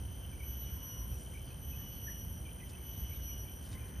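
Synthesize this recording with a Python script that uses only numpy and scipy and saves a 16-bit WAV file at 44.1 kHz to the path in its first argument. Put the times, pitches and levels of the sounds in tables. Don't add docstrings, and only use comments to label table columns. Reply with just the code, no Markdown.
import sys
import numpy as np
from scipy import signal
from scipy.fft import rfft, irfft
from scipy.io import wavfile
from scipy.ndimage import uniform_filter1d

SR = 44100
rng = np.random.default_rng(int(sys.argv[2]) if len(sys.argv) > 2 else 0)


def unload_wav(signal):
    wavfile.write(
        sys.argv[1],
        SR,
        np.round(np.clip(np.atleast_2d(signal).T, -1, 1) * 32767).astype(np.int16),
    )


N = 176400

# (start [s], whine gain [dB])
PHRASES = [(0.409, -.5), (1.61, -0.5), (2.81, -0.5)]


def from_db(db):
    return 10 ** (np.asarray(db) / 20)


def normalise(x):
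    return x / np.sqrt(np.mean(abs(x) ** 2))


def curve(at, rows, column=1):
    rows = np.array(rows, float)
    return np.interp(at, rows[:, 0], rows[:, column])


def wander(per_s):
    hold = int(SR / per_s)
    steps = np.repeat(rng.standard_normal(N // hold + 1), hold)
    return 1.344 * uniform_filter1d(uniform_filter1d(steps, hold), hold)[:N]


def phase(hz):
    return 2 * np.pi * np.cumsum(hz) / SR


def flutter(width_hz):
    hz = np.fft.fftfreq(N, 1 / SR)
    noise = rng.standard_normal(N) + 1j * rng.standard_normal(N)
    return normalise(np.fft.ifft(noise / (1 + (2 * hz / width_hz) ** 2) ** 1.32))


def stereo(tone, lead):
    return np.sqrt(2) * np.real(tone * np.exp(.5j * lead * np.array([[1], [-1]])))


def wide_noise(spectrum):
    # (frequency [Hz], likeness [0 to 1])
    likeness = [(30, 0.94), (70, 1), (125, 0.93), (250, 0.84), (500, 0.47), (1000, 0.22), (2000, 0.47),
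                (4000, 1), (12000, 0.45)]
    log_hz = np.log(np.maximum(np.fft.rfftfreq(N, 1 / SR), 1))
    read = lambda rows: curve(log_hz, [(np.log(hz), value) for hz, value in rows])
    past_ends = abs(log_hz - np.clip(log_hz, np.log(spectrum[0][0]), np.log(spectrum[-1][0])))
    gain = from_db(read(spectrum) - 60 * past_ends)
    alike = np.clip(read(likeness), 0, .999)
    mid = irfft(rfft(rng.standard_normal(N)) * gain * np.sqrt(1 + alike), N)
    side = irfft(rfft(rng.standard_normal(N)) * gain * np.sqrt(1 - alike), N)
    return (mid + side * np.array([[1], [-1]])) / np.std(mid)


def traffic(t):
    # (frequency [Hz], relative level [dB])
    spectrum = [(13, -73), (22, -43.5), (46, -2), (67, 1), (289, -20.5), (329, -23), (368, -28),
                (412, -26.5), (505, -26), (555, -27), (1010, -32), (1310, -36.5), (1580, -34.5),
                (1700, -38), (1900, -57.5), (2470, -46), (4180, -120)]
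    # (time [s], relative level [dB])
    swells = [(0, -43), (.65, -47.5), (.74, -40), (.9, -53.5), (1.02, -40), (1.1, -40), (1.25, -46.5),
              (1.8, -43.5), (2.15, -48), (2.27, -39), (2.4, -44), (2.7, -48.5), (3.1, -44.5), (3.4, -43.5),
              (3.57, -52), (3.8, -40.5), (3.86, -49.5), (4, -40.5)]
    rumble = wide_noise(spectrum) * from_db(-44.4)
    bass = signal.sosfiltfilt(signal.butter(2, 140, fs=SR, output="sos"), rumble)
    swell_db = curve(t, swells)
    return rumble + bass * (from_db(.83 * (swell_db - swell_db.mean())) - 1)


def machine_hum():
    # (pitch [Hz], level [dB])
    tones = [(62.4, -53.5), (372, -70.5), (497, -76.5)]
    return sum(from_db(db + 2 * wander(3.73)) * np.sqrt(2) * np.sin(phase(hz + 1.575 * wander(6)))
               for hz, db in tones)


def leaf_hiss():
    # (frequency [Hz], relative level [dB])
    spectrum = [(1500, 0), (1900, 2.5), (2700, -0.5), (3600, -7.5), (5000, -6), (6400, -5), (7300, -59.5),
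                (8200, -3.5), (10000, 1), (11200, -8.5), (12600, 2.5), (13000, -18)]
    return wide_noise(spectrum) * from_db(-65.5 + .7 * wander(3.4))


def cicada_buzz(t):
    # (pitch [Hz], width [Hz], level [dB], change in a phrase [dB], left lead [rad])
    resonances = [(3074, 163, -63, -0.5, 0.5), (6040, 354, -67, 0, 0), (11850, 160, -66, 6, -0.87),
                  (12100, 180, -66, -3, -1.1)]
    tymbal_hz, beat_depth, hold_s = 314, .45, .75
    in_phrase = sum(1. * ((t > start) & (t < start + hold_s)) for start, _ in PHRASES)
    effort = uniform_filter1d(in_phrase, SR // 12)
    beat = normalise(1 + beat_depth * np.cos(phase(tymbal_hz * (.985 + .04 * wander(120)))))
    out = 0
    for hz, width, db, change_db, lead in resonances:
        ringing = flutter(width) * beat * np.exp(2j * np.pi * hz * t)
        out += stereo(ringing * from_db(db + change_db * effort), lead)
    return out


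def insect_rasps(t):
    # (end of a swell [s], swell spacing [s], pulse rate [Hz], pitch [Hz],
    # pitch rise scale [Hz], width [Hz], level [dB], swell scale [dB], left lead [rad])
    insects = [(1.422, 1.27, 78, 8898, 170, 560, -59, 4, 2.22),
               (1.732, 1.22, 81, 9486, 99.2, 427, -69, 7, 0.48)]
    release_s, sharpness = .17, .55
    out = 0
    for end, period, rate, hz, rise, width, db, swell_db, lead in insects:
        progress = (t - end) / period % 1
        effort = uniform_filter1d(np.sin(np.pi / 2 * progress), int(release_s * SR))
        pulse_hz = rate * (1 + .012 * wander(11.3))
        pulses = normalise(np.exp(sharpness * np.cos(phase(pulse_hz))))
        rasp = flutter(width) * pulses * np.exp(1j * phase(hz + rise * (effort - .5)))
        out += stereo(rasp * from_db(db + swell_db * (effort ** 2 - .5)), lead)
    return out


def bird_chirps(t):
    # (start [s], length [s], pitch at the dip [Hz], level [dB])
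    chirps = [(0.228, 0.043, 2650, -66.5), (0.307, 0.059, 2230, -67), (0.38, .065, 2190, -59.5),
              (0.663, 0.048, 2265, -67), (1.112, .055, 2480, -68.5), (1.334, 0.05, 2200, -58.5),
              (1.489, .045, 2460, -66), (1.712, 0.05, 2470, -61), (1.77, .05, 1700, -72),
              (2.068, 0.035, 1697, -53), (2.437, 0.065, 2275, -62), (2.587, 0.035, 2450, -63),
              (2.594, 0.048, 1940, -62.5), (2.713, 0.051, 2534, -65), (2.763, 0.049, 2130, -67),
              (3.092, 0.052, 2200, -61.5), (3.274, 0.048, 2220, -65), (3.445, 0.061, 2250, -68),
              (3.731, 0.055, 2000, -62.5), (3.787, 0.067, 2300, -66.5)]
    # (progress [0 to 1], pitch [ratio], gain [dB])
    shape = [(0, 0.93, -10), (.24, 1.11, -7), (.45, 1.03, 2.5), (.64, 1, -4.5), (.82, 1.06, 2),
             (1, 1.27, -11)]
    out = np.zeros(N)
    for start, length, hz, db in chirps:
        progress = (t - start) / length
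        on = (progress > 0) & (progress < 1)
        level = from_db(db + curve(progress[on], shape, column=2))
        out[on] += np.sqrt(2) * level * np.sin(phase(hz * curve(progress[on], shape)))
    return out * (1 + .25 * np.sqrt(2) * np.real(flutter(width_hz=250)))


def tree_echo(sound, t):
    fade_s, echo_db = .45, -4
    tail = rng.standard_normal((2, SR)) * from_db(-60 * t[:SR] / fade_s)
    tail /= np.sqrt(np.sum(tail ** 2) / 2)
    return sound + from_db(echo_db) * signal.fftconvolve(sound[None], tail, axes=1)[:, :N]


def cicada_whine(t):
    # (time into the phrase [s], level [dB])
    first = [(-.02, -96), (.02, -64.5), (.1, -61.5), (.16, -64.5), (.26, -58), (.36, -66), (.41, -57.5),
             (.46, -68), (.53, -58.5), (.65, -70.5), (.85, -84)]
    second = [(-.02, -85), (.03, -63), (.12, -59), (.15, -64), (.19, -57.5), (.22, -64), (.26, -57),
              (.38, -66), (.42, -56), (.49, -51), (.53, -53.5), (.56, -59), (.595, -52), (.67, -68),
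              (.72, -62), (.8, -68), (.88, -80)]
    fourth = [(-.03, -78), (.02, -58), (.08, -52), (.125, -52.5), (.15, -57), (.19, -48.5), (.23, -51),
              (.26, -63), (.29, -51.5), (.36, -52), (.4, -65), (.425, -50), (.5, -51), (.555, -63),
              (.59, -54), (.63, -53), (.665, -62), (.7, -55), (.78, -66), (.88, -80)]
    # (pitch multiple, levels, upper side tone [dB], lower side tone [dB], left lead [rad])
    harmonics = [(1, first, -70.5, -79, .5), (2, second, -72, -72, 0), (4, fourth, -64.5, -71, -.72)]
    whine_hz, sag_hz_per_s = 2979, 70
    tymbal_hz, slowing_hz_per_s = 314, 14
    stutter_at_s, stutter_ramp_s = .66, .12
    attack_s, release_at_s, release_s = .1, .5, .35
    roughness = 1 + from_db(-22) * flutter(width_hz=60)
    out = 0
    for start, db in PHRASES:
        age = np.clip(t - start, 0, 1)
        stutter = np.clip((age - stutter_at_s) / stutter_ramp_s, 0, 1)
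        jitter = .0005 * wander(90) + .005 * stutter * wander(220)
        sag_hz = sag_hz_per_s * np.minimum(age, stutter_at_s + stutter_ramp_s / 2)
        angle = phase((whine_hz - sag_hz) * (1 + jitter))
        beat_hz = (tymbal_hz - slowing_hz_per_s * age) * (1 + .004 * wander(60))
        beat = np.exp(1j * phase(beat_hz))
        effort = np.clip(age / attack_s, 0, 1) * np.clip(1 - (age - release_at_s) / release_s, 0, 1)
        throb = effort * (beat + from_db(-13) * beat ** 2)
        sounding = uniform_filter1d(1. * ((t > start - .03) & (t < start + .95)), SR // 25)
        for multiple, levels, upper_db, lower_db, lead in harmonics:
            flicker_db = (1 + 2.5 * stutter) * wander(50)
            centre = sounding * from_db(curve(t - start, levels) + flicker_db)
            sides = from_db(upper_db) * throb + from_db(lower_db) * np.conj(throb)
            sides *= np.exp(.5j * wander(50))
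            tone = (centre + 1j * sides) * roughness * np.exp(1j * multiple * angle)
            out += stereo(tone * from_db(db), lead)
    return out


def scratchy_birds(t):
    # (start [s], length [s], first pitch [Hz], last pitch [Hz], level [dB])
    calls = [(.6, .06, 4000, 3600, -72), (1.44, .09, 4750, 4100, -71.5), (1.91, .08, 4800, 4250, -71.5),
             (2.93, .05, 3900, 3600, -73), (3.13, .06, 4000, 3500, -69.5), (3.21, .05, 4500, 4100, -73)]
    scratch = flutter(width_hz=700)
    out = np.zeros(N)
    for start, length, from_hz, to_hz, db in calls:
        progress = (t - start) / length
        on = (progress > 0) & (progress < 1)
        glide = np.exp(1j * phase(from_hz * (to_hz / from_hz) ** progress[on]))
        swell = np.sqrt(2 * np.sin(np.pi * progress[on]))
        out[on] += from_db(db) * swell * np.real(scratch[on] * glide)
    return out


def far_calls(t):
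    # (start [s], length [s], pitch [Hz], width [Hz], level before panning [dB])
    calls = [(0.69, .5, 1030, 100, -69.5), (0.61, 0.53, 1550, 880, -71), (1.74, 0.13, 1200, 310, -74),
             (3.63, 0.43, 1040, 33, -72), (3.56, 0.82, 1750, 1400, -67.5)]
    out = 0
    for start, length, hz, width, db in calls:
        progress = np.clip((t - start) / length, 0, 1)
        swell = np.sqrt(2 * abs(np.sin(np.pi * progress)))
        out += from_db(db) * swell * np.real(flutter(width) * np.exp(2j * np.pi * hz * t))
    return out * from_db([[4], [-4]])


def dry_leaves(t):
    # (peak time [s], rise [s], decay [s], centre pitch [Hz], level [dB])
    scuffs = [(1.19, 0.049, 0.19, 6900, -67), (2.695, .004, .012, 6000, -56),
              (2.703, .005, 0.013, 3580, -64), (3.66, 0.034, 0.087, 4300, -65),
              (3.721, 0.01, 0.0097, 4960, -59), (3.732, 0.0082, 0.017, 3450, -57),
              (3.885, .01, 0.022, 3870, -68)]
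    band_ratio, grain_db = 1.5, 3.5
    out = 0
    for at, rise, decay, hz, db in scuffs:
        band = signal.butter(1, [hz / band_ratio, hz * band_ratio], "bandpass", fs=SR, output="sos")
        grains = rng.standard_normal(N) * from_db(grain_db * wander(900))
        envelope = np.exp(-np.maximum((at - t) / rise, (t - at) / decay))
        out += normalise(signal.sosfilt(band, grains)) * from_db(db) * envelope
    return out


def scene():
    t = np.arange(N) / SR
    insects = cicada_whine(t) + cicada_buzz(t) + insect_rasps(t)
    birds = tree_echo(bird_chirps(t) + scratchy_birds(t), t)
    faint_sounds = dry_leaves(t) + far_calls(t)
    rumble = (traffic(t) + machine_hum()) * from_db([[-.5], [.5]])
    return insects + birds + faint_sounds + rumble + leaf_hiss()


def record(dry):
    top_hz = 12850
    return signal.sosfilt(signal.ellip(10, .2, 80, top_hz, fs=SR, output="sos"), dry)


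dry = scene()
out = record(dry)
unload_wav(out)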